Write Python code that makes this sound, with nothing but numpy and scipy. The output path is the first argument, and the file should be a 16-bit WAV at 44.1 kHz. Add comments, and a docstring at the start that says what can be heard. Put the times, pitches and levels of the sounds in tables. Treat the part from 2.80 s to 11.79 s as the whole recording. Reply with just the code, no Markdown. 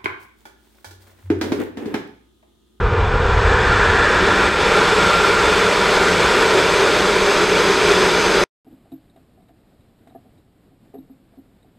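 """On the side of a climbing rocket, a camera hears the motor at liftoff. Turbulent jet noise rings through
the resonances of the airframe; the rumble reflected by the ground falls away with height, and the
rushing air brightens with speed. After a hard cut the rocket coasts high up in near silence, where
loose parts inside knock and tick, each impact exciting damped modes of vibration."""
import sys
import numpy as np
from scipy import signal
from scipy.fft import rfft, irfft
from scipy.io import wavfile
from scipy.ndimage import uniform_filter1d

SR = 44100
rng = np.random.default_rng(int(sys.argv[2]) if len(sys.argv) > 2 else 0)


def to_wav(sig):
    """Store sig (one row per channel, or 1-D mono) as 16-bit WAV at the path in sys.argv[1].

    Samples outside -1..1 are clipped; the rate is SR.
    """
    pcm = np.clip(np.atleast_2d(sig), -1, 1) * 32767
    pcm = np.round(pcm).astype(np.int16)
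    wavfile.write(sys.argv[1], SR, pcm.T)  # frames by channels


N = 396302
TIME = np.arange(N) / SR
CUT_S, COAST_S = 5.639, 5.847

# base spectrum of the jet noise: frequency_hz, density_db
JET_SPECTRUM = [(20, -57), (45, -50.5), (140, -57), (250, -58), (700, -54), (1500, -52), (2800, -58),
                (5700, -66), (8500, -74), (9500, -79.5), (11700, -84), (12400, -89.5), (13600, -91),
                (14300, -97.5)]
# strength of the roar over the burn: time_s, gain_db
THRUST_CURVE = [(0, 0.4), (.47, 0.7), (.62, 2), (1.35, 2), (2.0, 2.0), (3.1, 0.6), (4.5, -0.5), (5.64, 0)]
# peaks and hollows of the exhaust near the pad: centre_hz, width_hz, gain_db
PAD_BANDS = [(105, 22, 3), (200, 22, -4.5), (370, 24, -2), (496, 25, 3), (600, 51, -7), (2125, 280, -3.5),
             (2370, 31, 5.5), (3530, 45, 2), (7200, 990, 3.5), (7890, 130, 2), (11620, 1800, -1)]
# steady resonances and hollows of the airframe: centre_hz, width_hz, gain_db
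AIRFRAME_BANDS = [(98, 10, 1.3), (177, 9, 7.3), (202, 15, 7.3), (600, 29, 6.7), (780, 35, 2.5),
                  (970, 83, 4.8), (1086, 9, 2.0), (1214, 30, 3.4), (1367, 31, 2.1), (1440, 98, 4.1),
                  (1715, 26, 1.7), (1899, 16, 3.0), (2012, 18, 3.2), (2343, 96, 4.4), (3138, 24, -4.1),
                  (3219, 35, 2.3), (3449, 140, 3.5), (3535, 15, 0.8), (3794, 30, 3.1), (3997, 53, 3.0),
                  (4206, 84, -2.1), (4337, 28, 3.9), (4443, 42, 3.0), (4550, 39, -3.1), (4794, 140, 1.5),
                  (5256, 43, 3.2), (5787, 105, -4.9), (6865, 72, -2.2), (7683, 30, 3.8), (7882, 61, 4.9)]
# panel modes that ring hardest midway through the burn: centre_hz, width_hz, peak_gain_db
PANEL_MODES = [(177, 4.9, 4), (1380, 16, 6.5), (3530, 27, 7.5), (3814, 22, 1), (4320, 21, 1.5),
               (7920, 35, 1), (7850, 700, 1)]
# resonances that only fast air excites: centre_hz, width_hz, full_speed_gain_db
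FAST_AIR_MODES = [(183, 8.1, 4), (412, 14, 2.5), (4913, 100, 6.5), (6200, 171, 7)]
# howls that swell and pass: peak_s, spread_s, centre_hz, width_hz, gain_db
AIR_HOWLS = [(1.049, 0.41, 1735, 177.7, 8), (1.502, .14, 303, 60.2, 9)]
# background of the coast: frequency_hz, density_db
HUSH_SPECTRUM = [(10, -102), (25, -84), (110, -80.5), (260, -82), (520, -92), (740, -93.5), (900, -100),
                 (2600, -107.5), (4000, -109), (5200, -115), (6050, -127), (7100, -116), (8200, -113),
                 (9500, -118), (15000, -117)]
# impacts of loose parts: start_s, tube_db, bulkhead_db, bracket_db, chatter_s
LOOSE_KNOCKS = [(5.866, -46, -57, -57, .02), (5.895, -45, -65, -68, 0.046), (6.055, -58, -69, -60, .025),
                (6.117, -33.5, -57, -50.5, 0.022), (6.36, -63, -60, -52.5, 0.029),
                (6.575, -62, -60, -57, .045), (6.692, -54, -62, -57, .03), (7.271, -51, -58, -53.5, 0.011),
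                (7.307, -54, -62, -55, .015), (7.349, -47, -47, -42, .018), (7.455, -59, -62, -60, 0.012),
                (7.916, -54, -70, -70, .016), (8.139, -40.5, -39, -46, .028), (8.168, -39, -51, -66, 0.031),
                (8.297, -42, -57, -63, .012), (8.535, -66, -67, -60, .015), (8.572, -42, -67, -64, 0.028),
                (8.845, -59, -64, -61, .025)]
# modes that a knock rings: pitch_hz, relative_db, t60_s, part (0 tube, 1 bulkhead, 2 bracket)
BAY_MODES = [(140, -19, .35, 0), (267.7, 3.5, 0.13, 0), (316, -6, 0.17, 0), (408, 9, 0.051, 1),
             (457, -4, 0.057, 1), (685, 1, 0.077, 2), (743, -0.5, 0.082, 2), (1210, -4, 0.04, 2),
             (1720, 0, .05, 2)]
# small hard impacts: start_s, ring_db, contact_db
HARD_TICKS = [(6.117, -54, -58), (6.297, -60, -72), (6.361, -66, -60), (6.62, -66, -76), (6.684, -64, -58),
              (6.803, -70, -72), (7.007, -65, -74), (7.272, -66, -54.5), (7.297, -60, -64),
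              (7.578, -62, -72), (8.141, -66, -58), (8.183, -59, -70), (8.825, -59, -68)]
# modes that a tick rings: pitch_hz, relative_db, t60_s
PING_MODES = [(3730, 1, 0.042), (3880, -1, 0.046), (4060, -7, .04), (8150, -5, .05), (8300, -12, .04)]
# colour of a tick's dry scratch as heard through the coarse sampler, with its notch near 6 kHz:
# frequency_hz, relative_db
SAMPLED_SCRATCH_SPECTRUM = [(300, -8), (1200, 1), (2200, -2), (4600, -14), (6050, -25), (7400, -14),
                            (14000, -20)]


def amp(db):
    """The amplitude ratio of a level in decibels."""
    return 10 ** (np.asarray(db) / 20)


def spectrum_db(points, hz):
    """A spectrum interpolated linearly on a log-frequency axis."""
    point_hz, db = np.transpose(points)
    return np.interp(np.log(hz + 1), np.log(point_hz), db)


def bell(v, centre, width):
    """A Gaussian of height 1 whose width is its standard deviation."""
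    return np.exp(-.5 * ((v - centre) / width) ** 2)


def bands_db(rows, hz):
    """Gains in cascade add in decibels: one bell for each peak or hollow."""
    return sum(db * bell(hz, centre_hz, width_hz) for centre_hz, width_hz, db in rows)


def unit_rms(x):
    """Normalisation to a mean power of 1."""
    return x / np.sqrt(np.mean(x ** 2) + 1e-20)


def coloured(x, points):
    """Filtering as multiplication in the frequency domain."""
    hz = np.fft.rfftfreq(len(x), 1 / SR)
    return irfft(rfft(x) * amp(spectrum_db(points, hz)), len(x))


def white():
    """White noise has a flat power density, here 0 dB per Hz."""
    return rng.standard_normal(N) * np.sqrt(SR / 2)


def wander(samples):
    """A moving average of noise leaves its slow fluctuations, scaled to rms 1."""
    return unit_rms(uniform_filter1d(rng.standard_normal(N), samples))


def add(mix, start_s, sound):
    """Superposition: a sound adds to the mix from start_s on."""
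    part = mix[round(start_s * SR):][:len(sound)]
    part += sound[:len(part)]


def jet_roar(eddy_db=0.75, low_cut_hz=21):
    """Source and filter: turbulence makes broadband noise, which ground, airframe and airflow colour."""
    frames = dict(fs=SR, nperseg=4096, noverlap=3072)
    hz, t, noise = signal.stft(white(), **frames)
    hz = hz[:, None]
    db = spectrum_db(JET_SPECTRUM, hz) + ground_db(hz, t) + airframe_db(hz, t)
    db += wall_ripple_db(hz, t) + airflow_db(hz, t)
    # eddies lift patches of the spectrum for a moment
    eddies = uniform_filter1d(rng.standard_normal(noise.shape), 24, axis=0)
    db += eddy_db * unit_rms(uniform_filter1d(eddies, 3, axis=1))
    sound = signal.istft(noise * amp(db), **frames)[1][:N]
    sound = signal.sosfilt(signal.butter(4, low_cut_hz, "high", fs=SR, output="sos"), sound)
    return sound * amp(burn_db())


def burn_db(flutter_db=0.29, surge_db=0.45, sag_db=-3, sag_start_s=1.69, sag_end_s=1.795, edge_s=0.01265):
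    """Amplitude modulation: the roar follows thrust, sags once, and wavers with uneven burning."""
    thrust = np.interp(TIME, *np.transpose(THRUST_CURVE))
    sag = (np.tanh((TIME - sag_start_s) / edge_s) - np.tanh((TIME - sag_end_s) / edge_s)) / 2
    return thrust + sag_db * sag + flutter_db * wander(500) + surge_db * wander(4000)


def ground_db(hz, t, near_db=17, far_db=-1.8, corner_hz=125, rumble_half_s=1.03, pad_half_s=1.32):
    """Ground reflection reinforces the bass; it fades with height, as does the exhaust's pad colour."""
    nearness = 1 / (1 + (t / rumble_half_s) ** 2.5)
    rumble = (far_db + (near_db - far_db) * nearness) / (1 + (hz / corner_hz) ** 6)
    return rumble + bands_db(PAD_BANDS, hz) / (1 + (t / pad_half_s) ** 4)


def airframe_db(hz, t, tube_db=14, rest_hz=439, fast_hz=407, boom_rest_db=-2.5, boom_fast_db=2.45):
    """Forced resonance: the body favours its modes; the tube's sinks and booms harder with speed."""
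    speed = np.minimum(t / CUT_S, 1)
    tube = tube_db * bell(hz, rest_hz + (fast_hz - rest_hz) * speed, width=76.2)
    booming = (1 + np.tanh((t - 2.78) / .8)) / 2  # half grown at 2.78 s
    boom = (boom_rest_db + (boom_fast_db - boom_rest_db) * booming) * bell(hz, centre=414, width=140)
    panels = bands_db(PANEL_MODES, hz) * bell(t, centre=2.35, width=1.1)
    fast_modes = bands_db(FAST_AIR_MODES, hz) * speed ** 2.8
    return bands_db(AIRFRAME_BANDS, hz) + tube + boom + panels + fast_modes


def wall_ripple_db(hz, t, depth_db=1.9, corner_hz=3000, fade_s=8):
    """Modal overlap: countless weak wall modes ripple the treble until the rush of air masks them."""
    modes = uniform_filter1d(rng.standard_normal(hz.shape), 4, axis=0)
    ripple = unit_rms(uniform_filter1d(modes, 3, axis=0))
    return depth_db * ripple * hz / (hz + corner_hz) * np.exp(-t / fade_s)


def airflow_db(hz, t, settle_s=1.23, corner_hz=1500, whistle_db=3.5, whistle_hz_per_s=3770):
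    """Flow noise moves up in frequency with speed: the treble brightens, howls pass, a whistle rises."""
    rest_slope, fast_slope = -10.5, 1.04  # dB per octave
    slope = fast_slope + (rest_slope - fast_slope) * np.exp(-t / settle_s)
    octaves = np.log2(1 + (hz / corner_hz) ** 2) / 2
    howls = sum(db * bell(t, peak_s, spread_s) * bell(hz, centre_hz, width_hz)
                for peak_s, spread_s, centre_hz, width_hz, db in AIR_HOWLS)
    pitch_hz = 2600 + whistle_hz_per_s * t
    whistle = whistle_db * bell(t, centre=2.4, width=.45) * bell(hz, pitch_hz, width=.018 * pitch_hz)
    return slope * octaves + howls + whistle


def hush(gain_db=0.35, waver_db=0.9):
    """Slow random modulation of low noise gives a slightly wavering hush."""
    level_db = gain_db + waver_db * wander(3000)
    return coloured(white(), HUSH_SPECTRUM) * amp(level_db)


def knock(levels_db, chatter_s, bounce=0.29, dull_hz=900, low_cut_hz=170):
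    """Impulse response: a loose part lands and chatters, each soft contact ringing the bay's modes."""
    t = np.arange(SR // 3) / SR
    contacts = np.zeros(len(t))
    rebounds = (rng.random(6) * chatter_s * SR).astype(int)
    contacts[rebounds] = bounce * rng.standard_normal(len(rebounds))
    contacts[0] = 1
    contacts = signal.sosfilt(signal.butter(4, dull_hz, fs=SR, output="sos"), contacts)
    contacts = signal.sosfilt(signal.butter(2, low_cut_hz, "high", fs=SR, output="sos"), contacts)
    sound = np.zeros(len(t))
    for struck, level_db in enumerate(levels_db):
        response = sum(amp(db - 60 * t / t60_s) * np.sin(2 * np.pi * hz * t)
                       for hz, db, t60_s, part in BAY_MODES if part == struck)
        ring = signal.fftconvolve(contacts, response)[:len(t)]
        # the heavy tube takes longer to start ringing than the light parts
        rise_s = 0.75 * chatter_s / (1 + struck) ** 2
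        ring *= 1 - np.exp(-t / rise_s)
        power = np.sum(ring ** 2) / (0.027 * SR)  # as if all its energy fell within 27 ms
        sound += amp(level_db) * ring / np.sqrt(power)
    return sound


def sampler_images(x, clock_hz=11985, image_db=-29.0):
    """Spectral imaging: a coarse sampler mirrors the low knocks faintly about its clock rate."""
    low = signal.sosfilt(signal.butter(2, [250, 1000], "band", fs=SR, output="sos"), x)
    return amp(image_db) * 2 * low * np.cos(2 * np.pi * clock_hz * TIME)


def tick(ring_db, contact_db, scratch_t60_s=0.092, rise_s=0.0015):
    """A brief, hard contact excites high modes: a short bright ping with a dry scratch."""
    t = np.arange(SR // 10) / SR
    ping = sum(amp(db - 60 * t / t60_s) * np.sin(2 * np.pi * (hz * t + rng.random()))
               for hz, db, t60_s in PING_MODES)
    noise = unit_rms(coloured(rng.standard_normal(len(t)), SAMPLED_SCRATCH_SPECTRUM))
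    scratch = amp(-60 * t / scratch_t60_s) * noise
    return (amp(ring_db) * ping + amp(contact_db) * scratch) * (1 - np.exp(-t / rise_s))


def coast():
    """With no roar to mask them, knocks and ticks stand out over the hush."""
    sound = hush()
    for start_s, *levels_db, chatter_s in LOOSE_KNOCKS:
        add(sound, start_s, knock(levels_db, chatter_s))
    for start_s, ring_db, contact_db in HARD_TICKS:
        add(sound, start_s, tick(ring_db, contact_db))
    return sound


def scene(snap_db=-22, tail_db=-26.5, tail_t60_s=0.058):
    """Superposition in mono: the roar stops with a snap and a faint tail; silence, then the coast."""
    since_cut_s = np.maximum(TIME - CUT_S, 0)
    burn_gate = np.where(TIME < CUT_S, 1, amp(tail_db - 60 * since_cut_s / tail_t60_s))
    burn_gate *= np.minimum(TIME / .003, 1)  # 3 ms onset
    coasting = coast() * (TIME > COAST_S)
    mono = jet_roar() * burn_gate + coasting + sampler_images(coasting)
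    add(mono, CUT_S, amp(snap_db) * np.array([1, -1]))
    return np.array([mono, mono])


def record(dry, edge_hz=14550):
    """Band limiting: the camera acts as a steep low-pass filter."""
    low_pass = signal.firwin(255, edge_hz, window=("kaiser", 9), fs=SR)
    return signal.oaconvolve(dry, low_pass[None], "same")


dry = scene()
out = record(dry)
to_wav(out)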